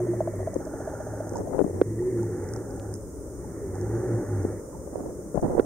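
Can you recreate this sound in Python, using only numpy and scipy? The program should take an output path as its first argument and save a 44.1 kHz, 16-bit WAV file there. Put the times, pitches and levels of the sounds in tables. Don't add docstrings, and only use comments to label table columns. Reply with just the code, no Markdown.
import sys
import numpy as np
from scipy import signal
from scipy.fft import rfft, irfft, next_fast_len
from scipy.io import wavfile
from scipy.ndimage import uniform_filter1d

SR = 44100
rng = np.random.default_rng(int(sys.argv[2]) if len(sys.argv) > 2 else 0)


def unload_audio(sound):
    columns = np.transpose(np.atleast_2d(sound))
    steps = np.round(np.clip(columns, -1, 1) * 32767)
    wavfile.write(sys.argv[1], SR, steps.astype(np.int16))


def elevation(decibels):
    levels = np.asarray(decibels, float)
    return 10 ** (levels / 20)


N = 249165
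EDGE = 4096
FULL = next_fast_len(N + 2 * EDGE)
TIME_S = np.arange(N) / SR
BIN_HZ = np.maximum(np.fft.rfftfreq(FULL, 1 / SR), 1)

# (time at full speed [s], hum level [dB], jet level [dB], churn level [dB])
FAR_SURGES = [
    (0.06, -35.5, -64.5, -41.5),
    (2.065, -34, -66, -30.5),
    (4.046, -34, -64.5, -33),
]
# (switch-on time [s], hum level [dB], jet level [dB])
NEAR_SURGES = [
    (0.6, -44.5, -55),
    (2.17, -43, -59.5),
    (3.741, -42, -56),
]
NEAR_PUSH_S = 0.793


def level(x, db):
    return x * elevation(db) / np.sqrt(np.mean(x ** 2))


def sides(pan_db):
    gain = elevation(np.array([pan_db, -pan_db]) / 2).reshape(2, -1)
    return gain / gain.mean(axis=0)


def on_log(table, hz):
    return np.interp(np.log(hz), np.log([r[0] for r in table]), [r[1] for r in table])


def peaks(table):
    power = 0
    for hz, width_hz, db in table:
        detune = (BIN_HZ - hz ** 2 / BIN_HZ) / width_hz
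        power = power + elevation(2 * db) / (1 + detune ** 2) ** 2
    return np.sqrt(power)


def colour(x, gain):
    taper = signal.windows.tukey(N + 2 * EDGE, 2 * EDGE / (N + 2 * EDGE))
    longer = np.pad(x, [(0, 0), (EDGE, EDGE)], mode="reflect", reflect_type="odd") * taper
    return irfft(rfft(longer, FULL) * gain, FULL)[:, EDGE:EDGE + N]


def flicker(spread_db, rate_hz):
    step = 32
    k = int(SR / rate_hz / step)
    held = np.repeat(rng.standard_normal(N // step // k + 2), k)
    walk = 1.48 * uniform_filter1d(uniform_filter1d(held, k), k)
    return np.interp(np.arange(N), step * np.arange(len(walk)), elevation(spread_db * walk))


def swell(spans, fade_s, column=1):
    out = np.zeros(N)
    for span in spans:
        s, db = np.transpose(span)[[0, column]]
        to_end_s = np.minimum(TIME_S - s[0], s[-1] - TIME_S)
        out += elevation(np.interp(TIME_S, s, db)) * np.clip(to_end_s / fade_s + .5, 0, 1)
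    return out


def glide(spans, multiples, wobble_db, fade_s):
    out = np.zeros(N)
    for span in spans:
        gain = np.sqrt(2) * swell([span], fade_s, column=2)
        on = gain > 0
        turn = 2 * np.pi * np.cumsum(np.interp(TIME_S[on], *np.transpose(span)[:2])) / SR
        for k, db in multiples:
            tone = np.sin(k * turn + 7 * rng.random())
            out[on] += gain[on] * elevation(db) * flicker(wobble_db, 16)[on] * tone
    return out


def wash(gain, likeness, flicker_db, rate_hz):
    like = np.clip(likeness, 0, 1)
    mid, side = (rfft(rng.standard_normal(FULL)) * gain * np.sqrt(1 + s * like) for s in (1, -1))
    both, out = np.array([mid + side, mid - side]), 0
    for octave in np.arange(4, 14.5, .5):
        band = np.cos(np.pi * np.clip(np.log2(BIN_HZ) - octave, -.5, .5)) ** 2
        if np.max(gain * band) > np.max(gain) / 400:
            out = out + flicker(flicker_db, rate_hz) * irfft(both * band, FULL)[:, :N]
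    return level(out, 0)


def add(out, s, db, hz, ring_s, rise_s, pan_db, slide=0., lead=0., order=1):
    i = int(s * SR)
    t = np.arange(min(int(ring_s * SR), N - i)) / SR
    shape = (1 - np.exp(-t / rise_s)) ** 2 * elevation(-60 * (t / ring_s) ** order)
    turn = 2 * np.pi * hz * t * (1 + slide * t / ring_s) + np.array([[lead], [-lead]]) / 2
    out[:, i:i + len(t)] += elevation(db) * sides(pan_db) * np.sin(turn) * shape / shape.max()


def far_rotor():
    full_hz, climb_hz_per_s, fall_hz_per_s = 121, 86, 66
    # (hum frequency [Hz], level [dB])
    mount = [(89, -7.5), (98, -3.5), (106, -3.5), (114, -1.5), (121, -5.5)]
    since_s = np.linspace(-.39, 0.43, num=60)
    hz = full_hz - np.maximum(-climb_hz_per_s * since_s, fall_hz_per_s * since_s)
    return [np.transpose([s + since_s, hz, db + on_log(mount, hz)]) for s, db, _, _ in FAR_SURGES]


def near_rotor():
    return [[(s + 0.329, 112.2, db), (s + NEAR_PUSH_S + 0.049, 99.6, db + 0.5)] for s, db, _ in NEAR_SURGES]


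def far_flow(levels_db, start_db, end_db):
    before_s, after_s = .66, 0.558
    spans = [[(r[0] - before_s, db + start_db), (r[0], db), (r[0] + after_s, db + end_db)]
             for r, db in zip(FAR_SURGES, levels_db)]
    return swell(spans, 0.023)


def filter_motor():
    # (frequency [Hz], level [dB])
    lines = [(280, -48.5), (620, -57.5), (1389, -69.5)]
    out = np.zeros(N)
    for hz, db in lines:
        turn = 2 * np.pi * np.cumsum(hz * flicker(.05, 4.5)) / SR
        out += elevation(db) * flicker(1.6, 13) * np.sin(turn)
    return out


def rotor_hum():
    # (multiple of the hum [1], level [dB])
    harmonics = [(.5, -18.5), (1, 5), (1.5, -14.5), (2, -10.5), (2.5, -14)]
    # (time [s], level [dB], width [s])
    falters = [
        (0.99, -8, 0.015),
        (1.84, -7, 0.013),
        (2.065, -9, 0.045),
        (2.37, -5, 0.015),
        (2.6, -6, 0.031),
        (4.035, -10, 0.02),
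        (4.235, -24, 0.042),
        (4.47, -7, 0.01),
    ]
    falter_db = sum(db * np.exp(-((TIME_S - s) / width_s) ** 2) for s, db, width_s in falters)
    tones = glide(far_rotor() + near_rotor(), harmonics, wobble_db=1.73, fade_s=0.07005)
    return tones * elevation(falter_db) * sides(-.3)


def stand_ring():
    stand_hz, width_hz, lift_db = 167, 8.1, -6
    spans = []
    for span in far_rotor():
        ring = []
        for s, hz, db in span:
            loss_db = 6 * min(((1.5 * hz - stand_hz) / width_hz) ** 2, 6)
            ring.append((s, 1.7 * hz, db + lift_db - loss_db))
        spans.append(ring)
    return glide(spans, [(1, 0)], wobble_db=0.5, fade_s=.03)


def mount_groans():
    # (time [s], length [s], frequency [Hz], level [dB])
    groans = [(-0.03, 0.088, 346.4, -27), (0.084, 0.054, 346, -26), (0.16, 0.057, 354, -33),
              (0.208, 0.091, 332, -34), (0.315, 0.037, 347.5, -38.5), (0.385, 0.059, 369, -35),
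              (1.91, 0.052, 326, -38), (1.965, 0.032, 329, -34.5), (1.997, 0.13, 354, -27.5),
              (2.151, 0.11, 336.3, -31.5), (2.265, 0.032, 368, -40.5), (2.328, 0.074, 358, -37),
              (2.41, 0.047, 374.5, -38), (2.478, 0.049, 388.5, -38.5), (2.84, 0.1, 365, -40.5),
              (3.609, 0.04, 407, -34), (3.653, 0.055, 372, -34.5), (3.802, 0.07, 352.6, -34),
              (3.889, 0.095, 328.3, -29.5), (3.999, 0.076, 357, -29), (4.1, 0.11, 336.7, -30.5),
              (4.196, 0.035, 313, -34), (4.267, 0.069, 358.5, -36)]
    rise_hz_per_s, edge_db = 157, -2
    spans = []
    for s, length_s, hz, db in groans:
        rise_hz = rise_hz_per_s * length_s
        spans.append([(s, hz, db + edge_db), (s + 0.57 * length_s, hz + 0.87 * rise_hz, db),
                      (s + length_s, hz + rise_hz, db + edge_db)])
    return glide(spans, [(1, -.1)], wobble_db=-1.34, fade_s=0.00917) * sides(-.8)


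def filter_rumble():
    # (frequency [Hz], density [dB per Hz])
    spectrum = [(12, -66.5), (20, -25), (65, -2.5), (125, -10), (198, -10.5), (229, -14), (274, -8.5),
                (313, -8.5), (392, -8), (422, -7), (586, -12), (631, -21.5), (700, -51.5), (910, -66),
                (1540, -120)]
    # (frequency [Hz], left-right likeness [0-1])
    likeness = [(60, 1), (130, 0.82), (290, 0.98), (640, 0.95), (1410, 0.9), (3100, 0.5), (6820, 0.05),
                (15000, -0.01)]
    # (time [s], level [dB])
    weir_flow = [
        (0.0, 4),
        (1.6, 4),
        (1.84, -11),
        (2.2, -5.5),
        (2.6, 4.5),
        (3.6, -3),
        (4.07, 8.5),
        (4.8, 1),
        (5.65, 2.5),
    ]
    gain = elevation(on_log(spectrum, BIN_HZ))
    deep = 1 / (1 + (BIN_HZ / 85) ** 6)
    top = 1 / (1 + (493 / BIN_HZ) ** 8)
    stand = wash(gain * deep, 0.69, flicker_db=-0.5, rate_hz=3.4) * elevation(-46) * flicker(0.67, 2.3)
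    weir_db = -48.5 + np.interp(TIME_S, *np.transpose(weir_flow))
    weir = wash(gain * top, 0.71, flicker_db=-1.5, rate_hz=14) * elevation(weir_db)
    far_on = far_flow(np.zeros(len(FAR_SURGES)), -4.0, -3)
    near_on = swell([[(s, 0), (s + NEAR_PUSH_S, 0)] for s, _, _ in NEAR_SURGES], 0.11)
    rumble = wash(gain * (1 - deep) * (1 - top), on_log(likeness, BIN_HZ), flicker_db=1.26, rate_hz=13)
    rumble *= elevation(-39.5 + 3 * far_on + 2 * near_on)
    return stand * sides(3.5) + (rumble + weir) * sides(0.6)


def overflow_trickle():
    # (frequency [Hz], density [dB per Hz])
    spectrum = [(380, -28.5), (640, -14.5), (682, -11), (1310, -19), (1410, -23), (1470, -22), (2300, -35),
                (2990, -76.5), (5060, -120)]
    # (time [s], level [dB])
    flow = [
        (0.0, 5.5),
        (1.7, -2.5),
        (1.86, -3.5),
        (2.5, -1),
        (3.3, -0.5),
        (3.6, 3.5),
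        (5.65, -1),
    ]
    trickle = wash(elevation(on_log(spectrum, BIN_HZ)), 0.52, flicker_db=0.5, rate_hz=20)
    return trickle * elevation(-56 + np.interp(TIME_S, *np.transpose(flow))) * sides(-3.5)


def wall_churn():
    # (frequency [Hz], width [Hz], level [dB])
    walls = [(357, 65, 2), (464, 83, -9)]
    churn_db = [r[3] for r in FAR_SURGES]
    flow = elevation(-57) + far_flow(churn_db, -14.5, -6)
    return wash(peaks(walls), 1.0, flicker_db=-1.0, rate_hz=80) * elevation(-3.5) * flow * sides(-0.86)


def far_jet():
    # (frequency [Hz], width [Hz], level [dB])
    nozzle = [(1827, 470, 8.5), (2030, 570, -12), (880, 450, 10)]
    flow = far_flow([r[2] for r in FAR_SURGES], -8, -2.5)
    return wash(peaks(nozzle), 1.0, flicker_db=1.5, rate_hz=14) * flow * elevation(9.0) * sides(-4.5)


def lens_motor():
    # (time [s], peak level [dB], ring [s])
    steps = [(0.004, -24.5, 0.036), (0.069, -29, 0.046), (0.136, -24.5, .04), (0.2065, -15.5, 0.035),
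             (0.275, -19, 0.039), (0.336, -29, 0.05), (0.402, -25, .035), (0.473, -18, 0.043),
             (0.535, -30.5, 0.053), (0.603, -30, 0.031), (0.669, -28, 0.082), (0.737, -28.5, 0.035),
             (0.803, -27, 0.035), (0.875, -23, 0.043), (0.936, -26.5, 0.026), (1.003, -26, 0.072),
             (1.069, -27.5, .04), (1.136, -27.5, 0.053), (1.204, -24, 0.069), (1.268, -31.5, 0.044),
             (1.336, -33, .04), (1.403, -30, .04), (1.473, -25.5, 0.025)]
    # (step level [dB], frequency [Hz])
    barrel = [(-35, 570), (-30.5, 606), (-17, 633)]
    # (frequency [Hz], level [dB])
    whine = [(3192, -78), (6385, -59)]
    whine_start_s, whine_every_s, whine_length_s = 0.0024, 1 / 15, 0.016
    out = np.zeros((2, N))
    for (s, db, ring_s), chance in zip(steps, rng.standard_normal((len(steps), 3))):
        hz = np.interp(db, *np.transpose(barrel)) * (1 + 0.015 * chance[0])
        add(out, s - .0012, db - 6.5, hz, .016, .0016, .5, lead=0.2, order=2)
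        add(out, s - .0012, db - 5.5, hz, 1.2 * ring_s, .0013, .5, lead=0.2)
        add(out, s - .001, db - 26, 1350, .008, .0007, .5)
        upper_hz = (1.25 + 0.04 * chance[2]) * hz
        add(out, s - .0012, db - 12 + 2.5 * chance[1], upper_hz, .014, .0008, .5, lead=0.28)
    rattle = level(colour(rng.standard_normal((2, N)), peaks([(692, 330, 0.5)]) ** 2), -16)
    out += rattle * swell([[(s, db), (s + 0.02, db - 15.0)] for s, db, _ in steps], 0.0044)
    gate = (TIME_S - whine_start_s) % whine_every_s < whine_length_s
    gate = gate & (TIME_S < steps[-1][0] + .03)
    since_s = (TIME_S - whine_start_s + .01) % whine_every_s
    tones = sum(elevation(db) * np.sin(2 * np.pi * hz * since_s) for hz, db in whine)
    return out + uniform_filter1d(1. * gate, size=130) * flicker(0.95, 11.8) * tones


def droplets():
    # (time [s], peak level [dB], frequency [Hz])
    ticks = [(0.357, -45, 8800), (0.5428, -40, 6540), (0.5847, -47, 6660), (0.6535, -47, 5850),
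             (1.294, -38.5, 6600), (1.3347, -44, 6400), (1.3573, -41, 5800), (1.3645, -44, 6300),
             (1.37, -37.5, 6600), (1.38, -46, 6440), (2.106, -52, 8670), (2.2313, -43, 6260),
             (2.442, -47, 6700), (2.4892, -44, 5730), (2.537, -34.5, 6000), (2.5377, -41, 8600),
             (2.563, -39.5, 5830), (2.708, -48.5, 5370), (2.7627, -43, 8000), (2.9398, -38, 5570),
             (2.9405, -38, 9100), (2.9537, -42, 6300), (2.9605, -44, 6400), (3.273, -48, 8100),
             (3.7549, -44.5, 6570), (3.813, -40.5, 6330), (4.432, -43.5, 6700), (4.473, -49, 8590),
             (5.3567, -46, 6605), (5.4151, -44.5, 6440)]
    out = np.zeros((2, N))
    for (s, db, hz), pan_db in zip(ticks, -3 + 4.3 * rng.standard_normal(len(ticks))):
        add(out, s, db, hz, .0035, .0001, pan_db, lead=0.087)
        add(out, s, db, min(1.2 * hz, 9300), .003, .0001, pan_db, lead=0.82)
    return out


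def grip_knocks():
    # (time [s], peak level [dB], frequency [Hz], left minus right [dB])
    knocks = [(0.557, -19.5, 471, 12), (0.562, -14, 358, 8), (1.32, -21.5, 348, 4), (1.472, -46, 422, 1),
              (1.544, -20, 417, 15), (1.581, -21, 574, 12), (1.5898, -8.5, 437, 31),
              (1.602, -13.5, 464, 27), (1.612, -11, 360, 26), (1.621, -16.5, 265, 12),
              (1.641, -23, 600, 20), (1.644, -15, 235, 9), (1.651, -24, 257, 8), (4.448, -11.5, 329, 3.5),
              (4.873, -29, 506, 15), (4.955, -19.5, 530, -19), (5.059, -26, 493, 15),
              (5.344, -19.5, 459, 15), (5.354, -18, 406, 8), (5.374, -14.5, 554, 14), (5.424, -18, 250, 13),
              (5.429, -23.5, 520, 3), (5.44, -18, 478, 9), (5.482, -23.5, 306, -9), (5.509, -21.5, 473, 7),
              (5.533, -18, 397, 2), (5.549, -16.5, 358, -12), (5.578, -12.5, 453, -33),
              (.39, -30, 610, 2), (.428, -27, 600, 4), (1.366, -26, 580, -13), (1.389, -30, 400, 6),
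              (1.402, -31, 330, -3), (1.415, -29, 560, 2), (1.507, -28, 550, 9), (1.533, -26, 690, 18),
              (1.662, -19.5, 382, 1), (1.675, -28, 420, 7), (1.695, -23.5, 458, -4), (1.707, -24, 420, 1),
              (1.729, -33, 425, 10), (1.743, -23.5, 388, 0), (4.978, -27, 350, -12), (5.02, -29, 296, 1),
              (5.094, -29, 439, -2), (5.19, -28, 355, 2), (5.26, -30, 275, 1), (4.939, -32, 560, -2),
              (4.995, -32, 696, -2), (5.003, -28, 600, -9), (5.007, -29.5, 220, -12), (5.074, -34, 300, -3),
              (5.106, -31, 560, 0), (5.124, -28, 300, -1), (5.345, -26, 160, 8), (5.372, -19, 170, 13),
              (5.392, -27, 500, 14), (5.433, -19, 330, 4), (5.44, -19.5, 130, 0), (5.451, -25, 230, -4),
              (5.458, -25, 480, -9), (5.462, -32, 270, -1), (5.473, -26, 220, -1), (5.502, -25, 240, -1),
              (5.524, -29, 600, 4), (5.541, -28, 380, -5), (5.561, -27, 450, 0), (5.568, -29, 450, -5),
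              (5.586, -19, 300, -10), (5.605, -26, 480, 2)]
    both = knocks
    out = np.zeros((2, N))
    for (s, db, hz, pan_db), chance in zip(both, rng.random((len(both), 2))):
        ring_s = 0.0044 + 2.56 / hz
        lead = .5 + 0.56 * chance[0]
        add(out, s + 0.0015, db - 19.0, 0.894 * hz, 4.0 * ring_s, .0021, pan_db, lead=1.0)
        add(out, s + 0.00059, db - 0.5, 1.067 * hz, ring_s, .0016, pan_db, slide=-0.098, lead=lead, order=2)
        add(out, s + 0.002136, db - 13.0, 1.765 * hz, ring_s * 1.1, .0006, pan_db, lead=4.0 * chance[1])
    return out


def near_jet():
    # (frequency [Hz], width [Hz], level [dB])
    nozzle = [(798, 180, 6.5), (1428, 254, -1.5), (1696, 250, -7.5), (1174, 180, -7.5), (6330, 1150, -21.5)]
    spurts = [[(s, db + 2.5), (s + 0.049, db - 6), (s + 0.18, db), (s + 0.25, db + .6),
               (s + NEAR_PUSH_S, db - 2.5)] for s, _, db in NEAR_SURGES]
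    jet = wash(peaks(nozzle), 1.0, flicker_db=-0.04, rate_hz=27)
    return jet * swell(spurts, 0.011) * elevation(9.5) * sides(-3.5)


def case_snaps():
    # (time [s], peak level [dB], frequency [Hz], left minus right [dB])
    snaps = [
        (0.8964, -59, 3502, 10),
        (2.7978, -31, 2870, 4),
    ]
    # (time [s], peak level [dB], frequency [Hz], left minus right [dB])
    plops = [
        (2.5365, -40, 1400, -4),
        (2.5595, -39, 1350, -4),
    ]
    out = np.zeros((2, N))
    for s, db, hz, pan_db in snaps:
        cycles = 0.5 + 12 * (db < -55)
        add(out, s, db, hz, cycles / hz, 0.5 / hz, pan_db)
    for s, db, hz, pan_db in plops:
        add(out, s, db, hz, .006, .0007, pan_db)
    return out


def bubbles():
    # (time [s], peak level [dB], frequency [Hz], left minus right [dB])
    pops = [(0.9494, -39.5, 1410, 0), (1.355, -27.5, 912, -1), (1.9884, -45, 1886, -2),
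            (2.02, -41, 850, -16), (2.175, -48, 895, -4), (2.192, -44, 1386, -4), (2.23, -38, 847, -6),
            (2.559, -37, 823, -5.5), (2.773, -40, 800, -6), (2.844, -41, 800, -4), (3.387, -51, 1120, -4),
            (3.562, -52, 1050, -5.5), (3.731, -50, 764, -7), (3.909, -45, 920, -6.5), (4.054, -47, 790, -5),
            (4.219, -42, 791, -9), (4.727, -46, 1000, -4), (3.443, -38, 834, -5), (3.754, -42, 823, -6),
            (3.864, -37.5, 795, -8), (4.184, -34.5, 828, -1), (4.747, -39, 880, -4.5)]
    out = np.zeros((2, N))
    for s, db, hz, pan_db in pops:
        add(out, s, db, hz, .03, .0022, pan_db, slide=0.021, lead=0.3)
    return out


def skin_rubs():
    # (time [s], length [s], level [dB], left minus right [dB])
    rubs = [(1.334, 0.082, -33, -4), (1.386, 0.156, -38.5, 8), (1.525, 0.098, -33, 22),
            (1.639, 0.07, -38, 8), (1.73, 0.078, -37, 1), (4.928, 0.18, -38, -1.5), (5.344, 0.057, -30, 20),
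            (5.424, 0.047, -26.5, -12), (5.475, 0.083, -28.5, -4), (5.566, 0.042, -25, -11),
            (5.607, .05, -38, -1)]
    # (frequency [Hz], density [dB per Hz])
    spectrum = [(100, -4), (250, -2), (500, -1.5), (800, -7.5), (1200, -24.5), (2000, -33), (2600, -67)]
    rustle = wash(elevation(on_log(spectrum, BIN_HZ)), 0.14, flicker_db=0.5, rate_hz=76)
    rustle = rustle * flicker(1.35, 120) * elevation(-1.0)
    return sum(rustle * swell([[(s, db), (s + length_s, db)]], 0.0078) * sides(pan_db)
               for s, length_s, db, pan_db in rubs)


def froth():
    # (time [s], length [s], level [dB])
    bursts = [
        (1.358, 0.036, -56.5),
        (2.942, .016, -62),
    ]
    gain = peaks([(6300, 2500, 10.0), (8600, 1500, -12)])
    crackle = colour(rng.standard_normal((2, N)), gain) * flicker(4.2, 400)
    spans = [[(s, db), (s + length_s, db - 0.5)] for s, length_s, db in bursts]
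    return level(crackle, 0) * swell(spans, 0.0055)


def knock_cracks():
    # (time [s], level [dB], left minus right [dB])
    cracks = [
        (1.587, -51.5, 32),
        (5.375, -63.5, 16),
    ]
    out = np.zeros((2, N))
    for s, db, pan_db in cracks:
        add(out, s + 0.00451, db + 13.5, 2400, .0015, .0001, pan_db)
        add(out, s + 0.0033, db + 13, 1480, .025, .0005, pan_db)
    return out


def grip_slams():
    # (time [s], peak level [dB], frequency [Hz], left minus right [dB], crack level [dB])
    slams = [
        (1.8145, -4, 461, -3.5, -28.5),
        (5.5956, -4, 458, -10, -41.5),
    ]
    # (frequency [Hz], density [dB per Hz])
    spectrum = [(900, -3), (1500, 11), (2200, -11), (4000, -19), (5200, -18), (6500, -45.5)]
    out = np.zeros((2, N))
    for s, db, hz, pan_db, _ in slams:
        add(out, s, db, hz, .0071, .00046, pan_db, slide=-.145, lead=0.75, order=6)
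        add(out, s + 0.0025, db - 30, 1.1 * hz, .03, .002, pan_db, lead=0.55)
        add(out, s + 0.0012, db - 38, 1480, .02, .0005, pan_db)
        add(out, s + 0.001008, db - 29, 2700, .0013, .0001, pan_db)
        add(out, s + 0.00036, db - 18, 1250, .004, .0004, pan_db)
    crack = level(colour(rng.standard_normal((2, N)), elevation(on_log(spectrum, BIN_HZ))), 0)
    return out + crack * swell([[(s, db), (s + 0.0023, db - 7.5)] for s, *_, db in slams], 0.00034)


def scene():
    # (frequency [Hz], level [dB])
    housing = [(2200, -0.5), (2450, -9.5), (4400, -27), (4800, 6)]
    late = np.exp(-2j * np.pi * BIN_HZ * np.array([[0], [2]]) / SR)
    pumps = rotor_hum() + stand_ring() + mount_groans() + wall_churn() + far_jet() + near_jet()
    water = filter_motor() + filter_rumble() + overflow_trickle()
    surface = droplets() + bubbles() + froth()
    tank = colour(pumps + water + surface, elevation(on_log(housing, BIN_HZ)) * late)
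    pulls = grip_knocks() + case_snaps() + knock_cracks() + grip_slams()
    return tank + lens_motor() + skin_rubs() - pulls


def roll_off(x):
    return signal.sosfilt(signal.butter(12, 16470, fs=SR, output="sos"), x)


def record(dry):
    # (frequency [Hz], density [dB per Hz])
    hiss_spectrum = [(2530, -45.5), (4300, -33.5), (4820, -14.5), (5230, -8), (5860, -2), (6780, 2),
                     (7430, -4), (8890, 4), (9380, 0.5), (10700, -11), (15000, -9), (15700, -13)]
    ceiling, circuit_db, top_hz = 0.87, -72.5, 15790
    hiss = colour(rng.standard_normal((2, N)), elevation(on_log(hiss_spectrum, BIN_HZ)))
    hiss = level(hiss - .02 * hiss[::-1], -53.5) * sides(-1.1)
    circuit = elevation(circuit_db) * rng.standard_normal((2, N))
    total = ceiling * np.tanh(dry / ceiling) + hiss + circuit
    fade_in = np.minimum(TIME_S * 1000, 1)
    return roll_off(colour(total, BIN_HZ < top_hz) * fade_in)


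dry = scene()
out = record(dry)
unload_audio(out)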